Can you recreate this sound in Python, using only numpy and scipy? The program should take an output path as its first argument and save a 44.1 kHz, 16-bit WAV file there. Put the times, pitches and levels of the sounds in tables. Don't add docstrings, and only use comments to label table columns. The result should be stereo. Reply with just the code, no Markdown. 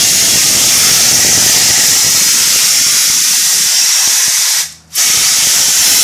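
import sys
import numpy as np
from scipy import signal
from scipy.fft import rfft, irfft, next_fast_len
from scipy.io import wavfile
from scipy.ndimage import uniform_filter1d, map_coordinates

SR = 44100
rng = np.random.default_rng(int(sys.argv[2]) if len(sys.argv) > 2 else 0)


def transcribe(u):
    v = np.clip(np.atleast_2d(u).T, -1, 1)
    q = np.round(v * 32767).astype(np.int16)
    wavfile.write(sys.argv[1], SR, q)


def nominal_scale(level):
    x = np.asarray(level, float) / 20
    return 10 ** x


N = 265923


def unit(x):
    return x / np.sqrt(np.mean(x ** 2) + 1e-20)


def along(points, hz):
    f, v = np.transpose(points)
    return np.interp(np.log(hz + 1), np.log(f + 1), v)


def curves(rows):
    s, *cols = np.transpose(rows)
    return [np.interp(np.arange(N) / SR, s, c) for c in cols]


def wobble(rate):
    knots = rng.standard_normal(100 * (N // SR + 2))
    return map_coordinates(knots, [np.arange(N) * rate / SR])


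def filtered(x, response):
    m = next_fast_len(N + 8192)
    spectrum = rfft(x, m) * response(np.fft.rfftfreq(m, 1 / SR))
    return irfft(spectrum, m)[..., :N]


def sides(pan_db):
    return nominal_scale(np.array([pan_db / 2, -pan_db / 2]))


def patches(shape, bins, frames):
    field = uniform_filter1d(rng.standard_normal(shape), size=bins, axis=-2)
    for _ in range(2):
        field = uniform_filter1d(field, size=frames, axis=-1)
    return unit(field)


# [f/Hz, left minus right level/dB]
BODY_SHADE = [(200, -2), (490, -8), (750, 2), (1150, -4.5), (1740, 1.5), (2660, 3), (4050, -1.5), (4900, 0),
              (5800, 1), (6500, 0), (7300, -9), (8600, -8.5), (11000, -7.5), (14300, -8.5)]


def rush(spectrum, alike, ripple_db, patchy_db, shade=1):
    a, b = signal.stft(rng.standard_normal((2, N)), nperseg=1024)[2]
    hz = np.linspace(0, SR / 2, len(a))[:, None]
    turn = np.arccos(np.clip(along(alike, hz), -1, 1)) / 2
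    z = np.array([np.cos(turn) * a + np.sin(turn) * b, np.cos(turn) * a - np.sin(turn) * b])
    z[0] *= np.exp(-2j * np.pi * hz * 1.38 / SR)
    z = z * nominal_scale(along(spectrum, hz)) * sides(shade * along(BODY_SHADE, hz))
    ripples = ripple_db * patches(z.shape, bins=2, frames=40)
    eddies = patchy_db * patches(z.shape, bins=16, frames=5)
    return unit(signal.istft(z * nominal_scale(ripples + eddies), nperseg=1024)[1][:, :N])


SHUT_S, SNAP_DB_PER_S = 4.606, 248
BLEED_FROM_DB, BLEED_DB_PER_S = -8, 151
OPEN_S, RISE_DB_PER_S = 4.985, 478


def valve():
    t = np.arange(N) / SR
    since = np.maximum(t - SHUT_S, 0)
    fall = np.maximum(-SNAP_DB_PER_S * since, BLEED_FROM_DB - BLEED_DB_PER_S * since)
    rise = np.minimum(RISE_DB_PER_S * (t - OPEN_S), 0)
    return fall, rise


def flow(shut, opening):
    fall, rise = valve()
    leak_db = -43
    return nominal_scale(np.maximum(np.maximum(shut * fall, opening * rise), leak_db))


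# [f/Hz, likeness from -1 to 1]
JET_ALIKE = [(500, 0.33), (1400, 0.33), (3000, 0.14), (6500, 0.35), (14000, 0.09)]
# [f/Hz, level/dB per Hz]
ROAR_TONE = [(260, -49), (450, -25), (713, -14.5), (921, -14.5), (1110, -15.5), (1280, -9.5), (1590, -11.5),
             (1870, -7.5), (2030, -6), (2200, -6.5), (2360, -7.5), (4320, -5.5), (5200, -1), (6760, -63),
             (11400, -120)]


def roar(surge):
    level_db = -5 + 0.47 * surge + 0.49 * wobble(3.1)
    noise = rush(ROAR_TONE, JET_ALIKE, ripple_db=3.0, patchy_db=1.27)
    return flow(0.86, 0.86) * nominal_scale(level_db) * noise


# [f/Hz, level/dB per Hz]
CORE_TONE = [(2350, -22.5), (4000, -14.5), (4610, -13.5), (5710, 1), (6860, -2), (9000, -12),
             (11700, -24.5), (19800, -120)]
# [f/Hz, width/Hz, level/dB against the core]
SCREECHES = [(5540, 65, -15), (5950, 50, -18), (6420, 50, -19), (1922, 35, -28)]


def core_with_screech():
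    core = rush(CORE_TONE, JET_ALIKE, ripple_db=2.08, patchy_db=.5)
    for hz, width, db in SCREECHES:
        tone = filtered(rng.standard_normal(N), lambda f: np.exp(-((f - hz) / width) ** 2))
        waver_db = 5.4 * np.array([wobble(2.6), wobble(2.84)])
        core = core + nominal_scale(db + waver_db) * unit(tone)
    return flow(0.91, 0.98) * core


# [f/Hz, level/dB per Hz]
FIZZ_TONE = [(4410, -36.5), (7500, -9), (8870, -4.5), (10100, -3), (11000, -5.5), (14300, -7.5)]


def fizz(surge):
    level_db = -3.5 + 1.0 * surge + 0.43 * wobble(16) + .5 * wobble(3.3)
    noise = rush(FIZZ_TONE, JET_ALIKE, ripple_db=-3.0, patchy_db=0.73)
    return flow(1.06, 0.92) * nominal_scale(level_db) * noise


# [t/s, core level/dB]
PRESSURE_OVER_TIME = [(0, -11), (.3, -11), (.65, -10), (1.75, -9.5), (2.8, -12), (3.0, -12), (4.3, -12.5),
                      (4.6, -13.5), (5.0, -11), (5.5, -12), (6.03, -10.5)]


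def jet():
    core_db, = curves(PRESSURE_OVER_TIME)
    surge = wobble(7)
    blast = core_with_screech() + roar(surge) + fizz(surge)
    swing_db = .5 * wobble(2.5)
    drift_db = -0.12 * (np.arange(N) - N / 2) / SR
    return nominal_scale(core_db + 3.5 + 0.34 * surge) * sides(swing_db + drift_db) * blast


# [t/s, left rumble level/dB, right rumble level/dB]
OVERDRIVE = [(0, -33, -19.5), (.8, -32.5, -19), (1.7, -39.5, -19.5), (2.3, -36, -25), (2.9, -33, -32),
             (3.6, -39, -36.5), (4.2, -52, -43), (4.6, -50, -59.5), (5.1, -38, -29), (5.5, -41.5, -30),
             (6.03, -30, -29)]
# [f/Hz, level/dB]
LEFT_RUMBLE_TONE = [(25, -33), (90, -9), (150, -8), (230, 4), (320, -1.5), (450, -13), (900, -24),
                    (3000, -60)]
RIGHT_RUMBLE_TONE = [(15, -48), (25, -18), (113, 3), (173, 2), (430, -4), (694, -6), (882, -12.5),
                     (1500, -26.5), (1950, -108), (3300, -120)]


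def overload_rumble():
    blowing = nominal_scale(np.maximum(*valve()))
    level = nominal_scale(curves(OVERDRIVE))
    chance, size = rng.random((2, N)), rng.standard_normal((2, N))
    rate = np.array([899.5 + 0 * level[0], 95.0 + 6500 * level[1]])
    uneven = nominal_scale(2.5 * rng.standard_normal((2, N)))
    slips = (chance < rate / SR) * size * uneven / np.sqrt(rate)
    tone = lambda f: nominal_scale([along(LEFT_RUMBLE_TONE, f), along(RIGHT_RUMBLE_TONE, f)])
    left, right = filtered(slips, tone)
    bouts = nominal_scale(2 * np.array([wobble(12), wobble(16)]))
    return level * bouts * blowing * [unit(left), unit(right)]


# [t/s, signed peak pressure]
RIGHT_POPS = [(2.346, 0.2), (2.41, -0.15), (2.562, 0.28), (2.626, 0.11), (2.814, -0.19), (2.867, -0.23),
              (3.101, 0.24), (3.164, -0.12), (3.573, 0.14), (3.603, 0.11), (3.661, 0.13), (4.077, 0.22),
              (4.282, 0.23), (5.071, 0.13), (5.175, -0.18), (5.221, 0.16), (5.388, -0.14), (5.473, 0.32),
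              (5.55, -0.13), (5.603, 0.2), (5.684, 0.2), (5.8, 0.15), (5.881, 0.2), (5.987, -0.15)]


def overload_pops():
    kicks = np.zeros((2, N))
    for s, push in RIGHT_POPS:
        kicks[1, round((s - .001) * SR)] = 80 * push

    def thump(f):
        ring = 1j * f * 300 / (115 ** 2 - f * f + 1j * f * 300)
        return ring / (1 + 1j * f / 480)
    return filtered(kicks, thump)


# [f/Hz, level/dB rms]
ENGINE_HUMS = [(80.7, -50), (161.5, -47), (202.5, -64), (242.2, -63), (323.5, -65), (484.5, -65)]


def compressor():
    t = np.arange(N) / SR
    drone = np.zeros(N)
    for hz, db in ENGINE_HUMS:
        drone = drone + nominal_scale(db + 3 + .8 * wobble(12)) * np.sin(2 * np.pi * (hz * t + rng.random()))
    return drone


# [f/Hz, level/dB per Hz]
YARD_TONE = [(30, -23), (120, 1.5), (220, -1.5), (340, -8.5), (420, -15), (640, -4.5), (1600, -9.5),
             (6100, -31), (9000, -28), (12000, -27), (16000, -33)]
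# [f/Hz, likeness from -1 to 1]
YARD_LIKENESS = [(60, 0.64), (240, 0.93), (930, 0.42), (3650, -0.11), (14300, -0.04)]


def yard():
    return nominal_scale(-48.5) * rush(YARD_TONE, YARD_LIKENESS, ripple_db=-3, patchy_db=1.0, shade=1.1)


# [t/s, peak level/dB, f/Hz, length/s]
WATER_SPITS = [
    (4.726, -28, 7400, .005),
    (4.88, -44, 6500, .005),
    (4.96, -11, 12000, .008),
]


def spits():
    t, out = np.arange(N) / SR, np.zeros(N)
    for s, db, hz, length in WATER_SPITS:
        puff = filtered(rng.standard_normal(N), lambda f: np.exp(-((f - hz) / (0.48 * hz)) ** 2))
        out = out + nominal_scale(db) * np.exp(-((t - s) / length) ** 2) * unit(puff)
    return nominal_scale([[-7], [0]]) * out


def scene():
    return jet() + overload_rumble() + overload_pops() + compressor() + yard() + spits()


# [f/Hz, level/dB per bin]
DROWNED_LIMIT = [(40, -33.5), (90, -41), (150, -39.5), (300, -40), (500, -39.5), (900, -39.5),
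                 (1600, -38.5), (3000, -43), (6000, -31.5), (9000, -37), (14500, -43)]
# [f/Hz, level/dB per bin]
HEARING_LIMIT = [(100, -110), (6000, -100), (9500, -88), (11000, -87), (14500, -81)]


def thinned(x, scatter_db):
    top_hz, shift = 14470, 389
    frames = dict(window="cosine", nperseg=2048, noverlap=1024)
    hz, _, z = signal.stft(np.pad(x, ((0, 0), (shift, 0))), SR, **frames)
    band = np.round(np.where(hz < 1720, hz / 86, hz / 43 - 20)).astype(int)
    member = band == np.arange(band.max() + 1)[:, None]
    power = 1.6 * np.abs(z) ** 2
    drowned = nominal_scale(2 * along(DROWNED_LIMIT, hz))[:, None] * power.sum(axis=1, keepdims=True)
    limit = drowned + nominal_scale(2 * along(HEARING_LIMIT, hz))[:, None]
    over = member @ power / (member @ limit)
    kept = over * nominal_scale(2 * scatter_db * rng.standard_normal(over.shape)) > 1
    z = z * kept[:, band] * (hz < top_hz)[:, None]
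    return signal.istft(z, SR, **frames)[1][:, shift:shift + N]


def band_limit(x):
    return signal.sosfilt(signal.butter(12, 14940, fs=SR, output="sos"), x)


def record(dry):
    top = 0.99
    clipped = dry / (1 + np.abs(dry / top) ** 6) ** (1 / 6)
    mix = thinned(clipped, scatter_db=1)
    return band_limit(mix)


dry = scene()
out = record(dry)
transcribe(out)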